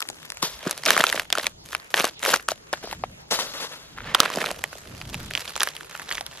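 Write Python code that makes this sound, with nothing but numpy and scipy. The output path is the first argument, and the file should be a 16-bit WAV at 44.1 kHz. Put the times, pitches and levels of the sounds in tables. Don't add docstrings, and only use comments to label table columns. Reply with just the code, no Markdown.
import sys
import numpy as np
from scipy import signal
from scipy.io import wavfile
from scipy.ndimage import map_coordinates

SR = 44100
rng = np.random.default_rng(int(sys.argv[2]) if len(sys.argv) > 2 else 0)


def persist_wave(psi):
    counts = np.round(np.clip(psi, -1, 1) * 32767).astype(np.int16)
    wavfile.write(sys.argv[1], SR, np.atleast_2d(counts).T)


N = 282240


def amp(db):
    return 10 ** (np.asarray(db) / 20)


def rms_one(x):
    return x / np.sqrt(np.mean(x ** 2) + 1e-20)


def in_time(rows):
    s, *columns = np.transpose(rows)
    return [np.interp(np.arange(N) / SR, s, c) for c in columns]


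def at_hz(points, hz):
    knots_hz, values = np.transpose(points)
    return np.interp(np.log(hz), np.log(knots_hz), values)


def drift(rate_hz):
    r = np.exp(-40 * np.pi * rate_hz / SR)
    slow = signal.lfilter([1], [1, -2 * r, r * r], rng.standard_normal(N // 20 + 4002))[4000:]
    return np.interp(np.arange(N) / 20, np.arange(len(slow)), rms_one(slow))


def ring(force, hz, t60_s):
    r, w = amp(-60 / (t60_s * SR)), 2 * np.pi * hz / SR
    return signal.lfilter([0, np.sin(w)], [1, -2 * r * np.cos(w), r * r], force + 1e-18)


def band(x, low_hz, high_hz):
    return signal.sosfilt(signal.butter(2, [low_hz, high_hz], "band", fs=SR, output="sos"), x)


# (frequency [Hz], spectral density [dB])
AIR_SPECTRUM = [(20, -29), (48, 5.5), (163, -1.5), (400, 0.5), (590, -2), (6540, -6.5), (12000, -21),
                (16000, -41)]
# (frequency [Hz], left-right correlation [-1..1])
AIR_CORRELATION = [(60, 1), (180, 0.4), (550, -0.35), (1650, -0.74), (4970, -0.8), (15000, -0.88)]
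def leaves(level_db=-48.5, patchy_db=4.5):
    out, edges_hz = 0, 22 * 2 ** np.arange(0, 9.6, .5)
    white = rng.standard_normal((2, 2, N))
    for k, (low, high) in enumerate(zip(edges_hz, edges_hz[1:])):
        mid, side = band(white[k % 2], low, high)
        hz = np.sqrt(low * high)
        alike = at_hz(AIR_CORRELATION, hz)
        gain = amp(at_hz(AIR_SPECTRUM, hz) + patchy_db * drift(6.4))
        out += gain * (np.sqrt(1 + alike) * mid + np.sqrt(1 - alike) * side * [[1], [-1]])
    return amp(level_db) * rms_one(out)


# (time [s], level [dB])
RUMBLE_LEVEL = [(0, -71.5), (3.4, -51.5), (4.3, -57), (6.4, -50.5)]
def rumble():
    gain = amp(in_time(RUMBLE_LEVEL)[0] + 7.4 * drift(1.1))
    return gain * rms_one(band(rng.standard_normal(N), 26, 188))


def drone(hz=155, width_hz=18, level_db=-64):
    hum = band(rng.standard_normal(N), hz - width_hz / 2, hz + width_hz / 2)
    return amp(level_db + 2 * drift(1)) * rms_one(hum)


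def insects(hz=6600, width_hz=550, level_db=-65):
    hiss = band(rng.standard_normal((2, N)), hz - width_hz / 2, hz + width_hz / 2)
    return amp(level_db + drift(2.5)) * rms_one(hiss)


# (time [s], level [dB])
CRUMB_LEVEL = [(0, -48.5), (.5, -51.5), (.8, -44.5), (1.2, -57), (1.6, -79), (1.8, -48), (2.2, -98.5),
               (2.6, -59.5), (3.3, -60), (3.95, -72), (4.55, -45), (4.8, -50), (5.2, -44.5), (5.8, -46),
               (6.4, -47)]
def crumbs(treble_db=8, smooth=0.38):
    return [(in_time(CRUMB_LEVEL)[0], treble_db, smooth)]


def effort():
    level_db, treble_db, smooth = map(np.array, zip(*crumbs(), *slides(), *pulls()))
    power = amp(2 * level_db)
    total = power.sum(axis=0)
    return 10 * np.log10(total), treble_db @ power / total, smooth @ power / total


# (frequency [Hz], spectral density [dB])
SPLINTER_SPECTRUM = [(300, -25), (837, -10), (1700, 3), (2270, -2.5), (2980, 3), (4600, -7.5), (7500, -7.5),
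                     (13000, -28.5)]
# (time [s], gain [dB])
TRUNK_COUPLING = [(0, -20), (.7, -9.5), (3.3, -7.5), (4.1, -16), (4.5, -1), (4.65, -4), (6.4, -23)]
def crunch(breaks_per_s=240, uneven_db=4.0, clumps_db=3.0, break_s=0.0008, cycles=7):
    level_db, treble_db, smooth = effort()
    breaks = rng.random(N) < breaks_per_s * amp(clumps_db * drift(25)) / SR
    sizes = breaks * amp(uneven_db * np.minimum(rng.exponential(1, N), 2.5))
    favoured = rng.integers(0, 5, N)
    white, plain, tilted = rng.standard_normal((2, N)), 0, 0
    fade = np.exp(-1 / (break_s * SR))
    rubbing = smooth * amp(1.2 * drift(32.5))
    sprays = [signal.lfilter([1], [1, -fade], sizes * (0.33 + (favoured == k))) for k in range(5)]
    forces = [(1 - smooth) * rms_one(spray) + rubbing for spray in sprays]
    for k, hz in enumerate(np.geomspace(300, 13000, 20)):
        splinter = rms_one(ring(white[k % 2] * forces[k // 4], hz, cycles / hz))
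        splinter *= amp(at_hz(SPLINTER_SPECTRUM, hz)) * np.sqrt(hz)
        plain += splinter
        tilted += splinter * amp(treble_db * np.clip(np.log2(hz / 2300) / 2.42, 0, 1))
    knocking = amp(in_time(TRUNK_COUPLING)[0]) * rms_one(trunk(white[1] * forces[0]))
    wood = band(tilted, 590, 21000) / plain.std() + knocking
    rasp = 1.24 * smooth ** 2 * amp(np.minimum(treble_db, 0)) * band(wood, 3160, 7200)
    return amp(level_db) * band(wood + rasp, 180, 18800)


# (frequency [Hz], gain [dB], t60 [s])
TRUNK_MODES = [(175, -15, 0.038), (276, -22.5, 0.039), (372, -12, 0.042), (500, 3.5, 0.0048),
               (676, 0.5, 0.013)]
def trunk(force):
    return sum((-1) ** k * amp(db) * ring(force, hz, t60) for k, (hz, db, t60) in enumerate(TRUNK_MODES))


# (time [s], level [dB], ring [Hz], treble [dB])
FIBRE_SNAPS = [(0.005, -18.5, 1365, 14), (0.019, -14.5, 1330, 7), (0.025, -10.5, 2660, 3),
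               (0.089, -15, 4204, 5.5), (0.101, -22.5, 786, 12.5), (0.303, -22, 1770, 19),
               (0.321, -19.5, 1870, 10.5), (0.372, -22, 2470, 10.5), (0.428, -8.5, 1110, 13),
               (0.677, -21.5, 1490, 14), (0.695, -17, 1260, -1), (0.711, -14.5, 1500, 15),
               (0.778, -20.5, 1690, 13), (0.836, -16.5, 2000, 7.5), (0.854, -6, 5260, -21),
               (0.861, -0.5, 5100, -13), (0.864, 0, 2390, -14), (0.885, -0.5, 1420, 0), (0.906, 6, 1720, 7),
               (0.932, -16, 2430, 1), (0.954, -10, 3120, -2), (0.966, -1.5, 1160, -3),
               (0.978, 2, 1720, 4.5), (0.997, -9, 1210, -1), (1.006, -0.5, 1770, -11),
               (1.04, 5.5, 1370, 0.5), (1.068, -0.5, 3820, -16), (1.1, -5.5, 4040, -2),
               (1.127, -3, 1940, 3), (1.145, -12.5, 640, -18), (1.159, -13, 1840, -21),
               (1.177, -7.5, 1500, -24), (1.197, -3, 2700, 0), (1.303, -12.5, 2930, 2),
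               (1.327, 2.5, 3500, -17), (1.353, -7, 1370, 2), (1.376, -6.5, 1530, -15),
               (1.384, -9.5, 646, 10.5), (1.397, -10.5, 1860, -8), (1.458, -13.5, 2030, -2),
               (1.468, -3, 2270, 7), (1.731, -13.5, 1920, 0), (1.75, -3.5, 2080, -2),
               (1.942, 2.5, 1900, -4.5), (1.97, -8, 3100, -6), (1.976, -6.5, 1690, -5),
               (1.98, -8, 2900, -16), (1.991, -7, 1500, -8), (1.999, -10.5, 513, -3),
               (2.007, -6, 2530, -17), (2.043, -4, 660, -3), (2.053, -3.5, 5070, -30),
               (2.194, -32, 2750, 15), (2.23, -9.5, 2080, 2.5), (2.252, -5, 2050, -5),
               (2.261, -3.5, 1470, -7), (2.281, -8.5, 500, 4), (2.292, -5.5, 1570, 2.5),
               (2.323, -10, 3020, -16), (2.34, 3, 1530, 6), (2.397, -22, 1510, -10), (2.487, -4.5, 1410, 7),
               (2.518, -11.5, 650, 8.5), (2.73, -9.5, 586, 7), (2.736, -4.5, 1520, -13),
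               (2.84, -21, 460, 1), (2.874, -20, 690, 0), (2.928, -16, 865, -30), (3.038, -7, 740, -22),
               (3.322, -12, 790, -6), (3.39, -13.5, 980, -9), (3.985, -16, 1390, -12),
               (4.005, -17.5, 1400, -25), (4.148, 5.5, 3200, -24), (4.15, -0.5, 1240, 0),
               (4.203, 6, 1270, 14), (4.256, -7, 1340, -24), (4.302, -13, 1010, 3.5),
               (4.338, -14.5, 2870, -11), (4.351, -19.5, 556, 0), (4.359, -10, 5100, -18),
               (4.373, -11, 635, -10), (4.386, -13, 1400, -3), (4.429, -17, 1280, -11),
               (4.442, -8.5, 1310, -27), (4.461, -6.5, 3400, -21), (4.488, -18, 1030, 4),
               (4.505, -19, 970, 1), (4.514, -16.5, 715, 12), (4.64, -5.5, 1850, 3.5),
               (4.73, -18, 1490, 0.5), (5.015, -15.5, 2670, -32), (5.144, -12.5, 2540, 1.5),
               (5.31, -13, 2190, -6), (5.337, -14.5, 3040, 1), (5.352, -2.5, 3100, -15),
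               (5.376, -7.5, 3130, -12), (5.478, -16, 3360, -12), (5.556, -14, 3240, -3),
               (5.564, -13.5, 1280, 8.5), (5.578, -18, 1830, 10), (5.606, 0.5, 3380, -11),
               (5.617, -8.5, 1240, 6), (5.62, -7.5, 1800, -16), (5.633, -3.5, 1600, 13.5),
               (5.674, -7.5, 1730, 2), (5.688, -13, 3280, 2), (5.766, -19.5, 3100, 5.5),
               (5.809, -19.5, 1680, -5), (5.952, -15.5, 1460, -20), (5.997, -15.5, 1590, 2),
               (6.113, -6, 1870, -8), (6.125, -14.5, 3000, 10), (6.148, -18, 3200, 3),
               (6.173, -19, 2150, 7), (6.181, -10, 1970, -21), (6.21, -18.5, 770, 13.5),
               (6.265, -12.5, 3720, -7)]
def snaps(lead_s=0.0006, split_s=0.00086, crack_s=0.00048, dust_s=0.0071,
          ring_db=-3, crack_db=-8, dust_db=-15, knock_db=-16, cycles=10):
    length = 2048
    out, knocks, t = np.zeros(N + length), np.zeros(N), np.arange(length) / SR
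    noise = rng.standard_normal((len(FIBRE_SNAPS), 3, length))
    burst = t / split_s * np.exp(-2 * t / split_s)
    flash = t / crack_s * np.exp(-2 * t / crack_s) + 0.022 * np.exp(-t / (3 * split_s))
    for (s, level_db, hz, treble_db), (split, hiss, dust) in zip(FIBRE_SNAPS, noise):
        click = 2 * np.sign(split[0]) * (np.arange(length) == 12)
        main = rms_one(ring(split * burst + click, hz, cycles / hz))
        low = rms_one(ring(dust * burst, 0.52 * hz, cycles / hz / 2))
        high = rms_one(ring(hiss * burst, 1.71 * hz, cycles / hz / 2))
        coupling = amp(np.interp(s, *np.transpose(TRUNK_COUPLING)))
        body = band(main + coupling * low / 2 + 0.43 * high, hz / 3.22, 18000)
        body *= amp(ring_db) / abs(body).max()
        crack = band(hiss * flash, 2400, 8600)
        crack *= amp(treble_db + crack_db) / abs(crack).max()
        grit = amp(dust_db) * band(dust * np.exp(-t / dust_s), 360, 3000)
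        start = max(round((s - lead_s) * SR), 0)
        out[start:start + length] += amp(level_db) * (body + crack + grit)
        knocks[start] += coupling * amp(level_db + knock_db + rng.standard_normal())
    return band(out[:N] + trunk(knocks), 300, 15000)


def rise_db(age_s, build_s):
    return np.where(age_s < 0, -200, -21.5 * np.clip(1 - age_s / build_s, 0, 1))


# (time [s], hold [s], level [dB], treble [dB])
BARK_SLIDES = [(0.418, 0.027, -31.5, 14), (3.304, 0.033, -27, 6.5), (3.383, 0.016, -27, 2),
               (3.532, 0.017, -33.5, -3), (3.595, 0.039, -32.5, -1), (3.708, 0.022, -38, -6),
               (4.048, 0.062, -32.5, -42)]
def slides(attack_s=0.0066, fall_db_per_s=293, dust_db=-11, dust_db_per_s=48, smooth=1):
    for s, hold_s, level_db, treble_db in BARK_SLIDES:
        age_s = np.arange(N) / SR - s
        after_s = np.maximum(age_s - attack_s - hold_s, 0)
        fall_db = np.maximum(-fall_db_per_s * after_s, dust_db - dust_db_per_s * after_s)
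        yield level_db + rise_db(age_s, attack_s) + fall_db, treble_db, smooth


# (time [s], level [dB])
TRUNK_BUMPS = [(0.427, -20.5), (0.663, -14), (4.371, -20.5)]
def bumps(band_hz=(116, 450), gain_db=14):
    blows = np.zeros(N)
    for s, level_db in TRUNK_BUMPS:
        blows[round(s * SR)] = amp(level_db + gain_db)
    return trunk(band(band(blows, *band_hz), *band_hz))


# (time [s], build-up [s], hold [s], level [dB], treble [dB])
BUNDLE_PULLS = [(0.59, 0.074, 0.049, -30.5, -3), (0.846, 0.033, 0.048, -19.5, 0),
                (0.943, 0.016, 0.054, -23.5, 4), (1.017, 0.054, 0.13, -33, 7.5),
                (1.305, 0.083, 0.065, -34.5, 7.5), (1.635, 0.023, 0.09, -48, 18),
                (1.9, 0.0042, 0.0092, -50, 26), (1.934, 0.034, 0.09, -26.5, 7.5),
                (2.2, 0.059, 0.087, -25.5, 13), (2.48, 0.003, 0.018, -32, 8),
                (2.727, 0.003, 0.0028, -28.5, -0.5), (2.825, 0.003, 0.0046, -30, -10),
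                (2.861, 0.054, 0.0081, -33, 0.5), (3.94, 0.038, 0.09, -40, -20),
                (4.139, 0.002, 0.0054, -26.5, -5.5), (4.177, 0.009, 0.096, -23.5, -17.5),
                (4.312, 0.02, 0.17, -30.5, -2.5), (5.31, 0.062, 0.059, -41, 11.5),
                (5.431, 0.023, 0.052, -42.5, 12), (5.591, 0.0093, 0.064, -37, 16),
                (5.899, 0.0093, 0.12, -43, 2), (6.05, 0.046, 0.096, -38, 8)]
def pulls(fall_db_per_s=359, smooth=0.37):
    for s, build_s, hold_s, level_db, treble_db in BUNDLE_PULLS:
        age_s = np.arange(N) / SR - s
        fall_db = -fall_db_per_s * np.clip(age_s - build_s - hold_s, 0, 1)
        yield level_db + rise_db(age_s, build_s) + fall_db, treble_db, smooth


# (time [s], left over right [dB], left lead [samples])
HAND_POSITION = [(0.2, 3.5, 6), (0.7, 0, 0.5), (2.0, 0, 0.5), (2.7, 2, 2), (3.7, 4, 5), (4.2, -1.5, 0.45),
                 (6.2, -1.5, -1.7)]
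def at_ports(wood, echo_db=-11, treble_db=1, middle_db=-2):
    pan_db, lead = in_time(HAND_POSITION)
    n = np.arange(N)
    right = map_coordinates(wood, [n - lead - drift(100)], order=3)
    echo = amp(echo_db) * band(np.interp(n - 50 - 10 * drift(10), n, wood), 980, 5500)
    left = wood + (amp(treble_db) - 1) * band(wood, 7400, 19400)
    left += (amp(middle_db) - 1) * band(wood, 750, 3470)
    return np.array([(left + echo) * amp(pan_db / 2), (right - echo) * amp(-pan_db / 2)])


def scene():
    return at_ports(snaps() + crunch() + bumps()) + leaves() + rumble() + drone() + insects()


def record(dry):
    lifted = dry + 0.84 * band(dry, 9850, 13800)
    heard = signal.sosfilt(signal.butter(3, 13000, fs=SR, output="sos"), lifted)
    return signal.sosfilt(signal.cheby2(12, 60, 16300, fs=SR, output="sos"), np.clip(heard, -1, 1))


dry = scene()
out = record(dry)
persist_wave(out)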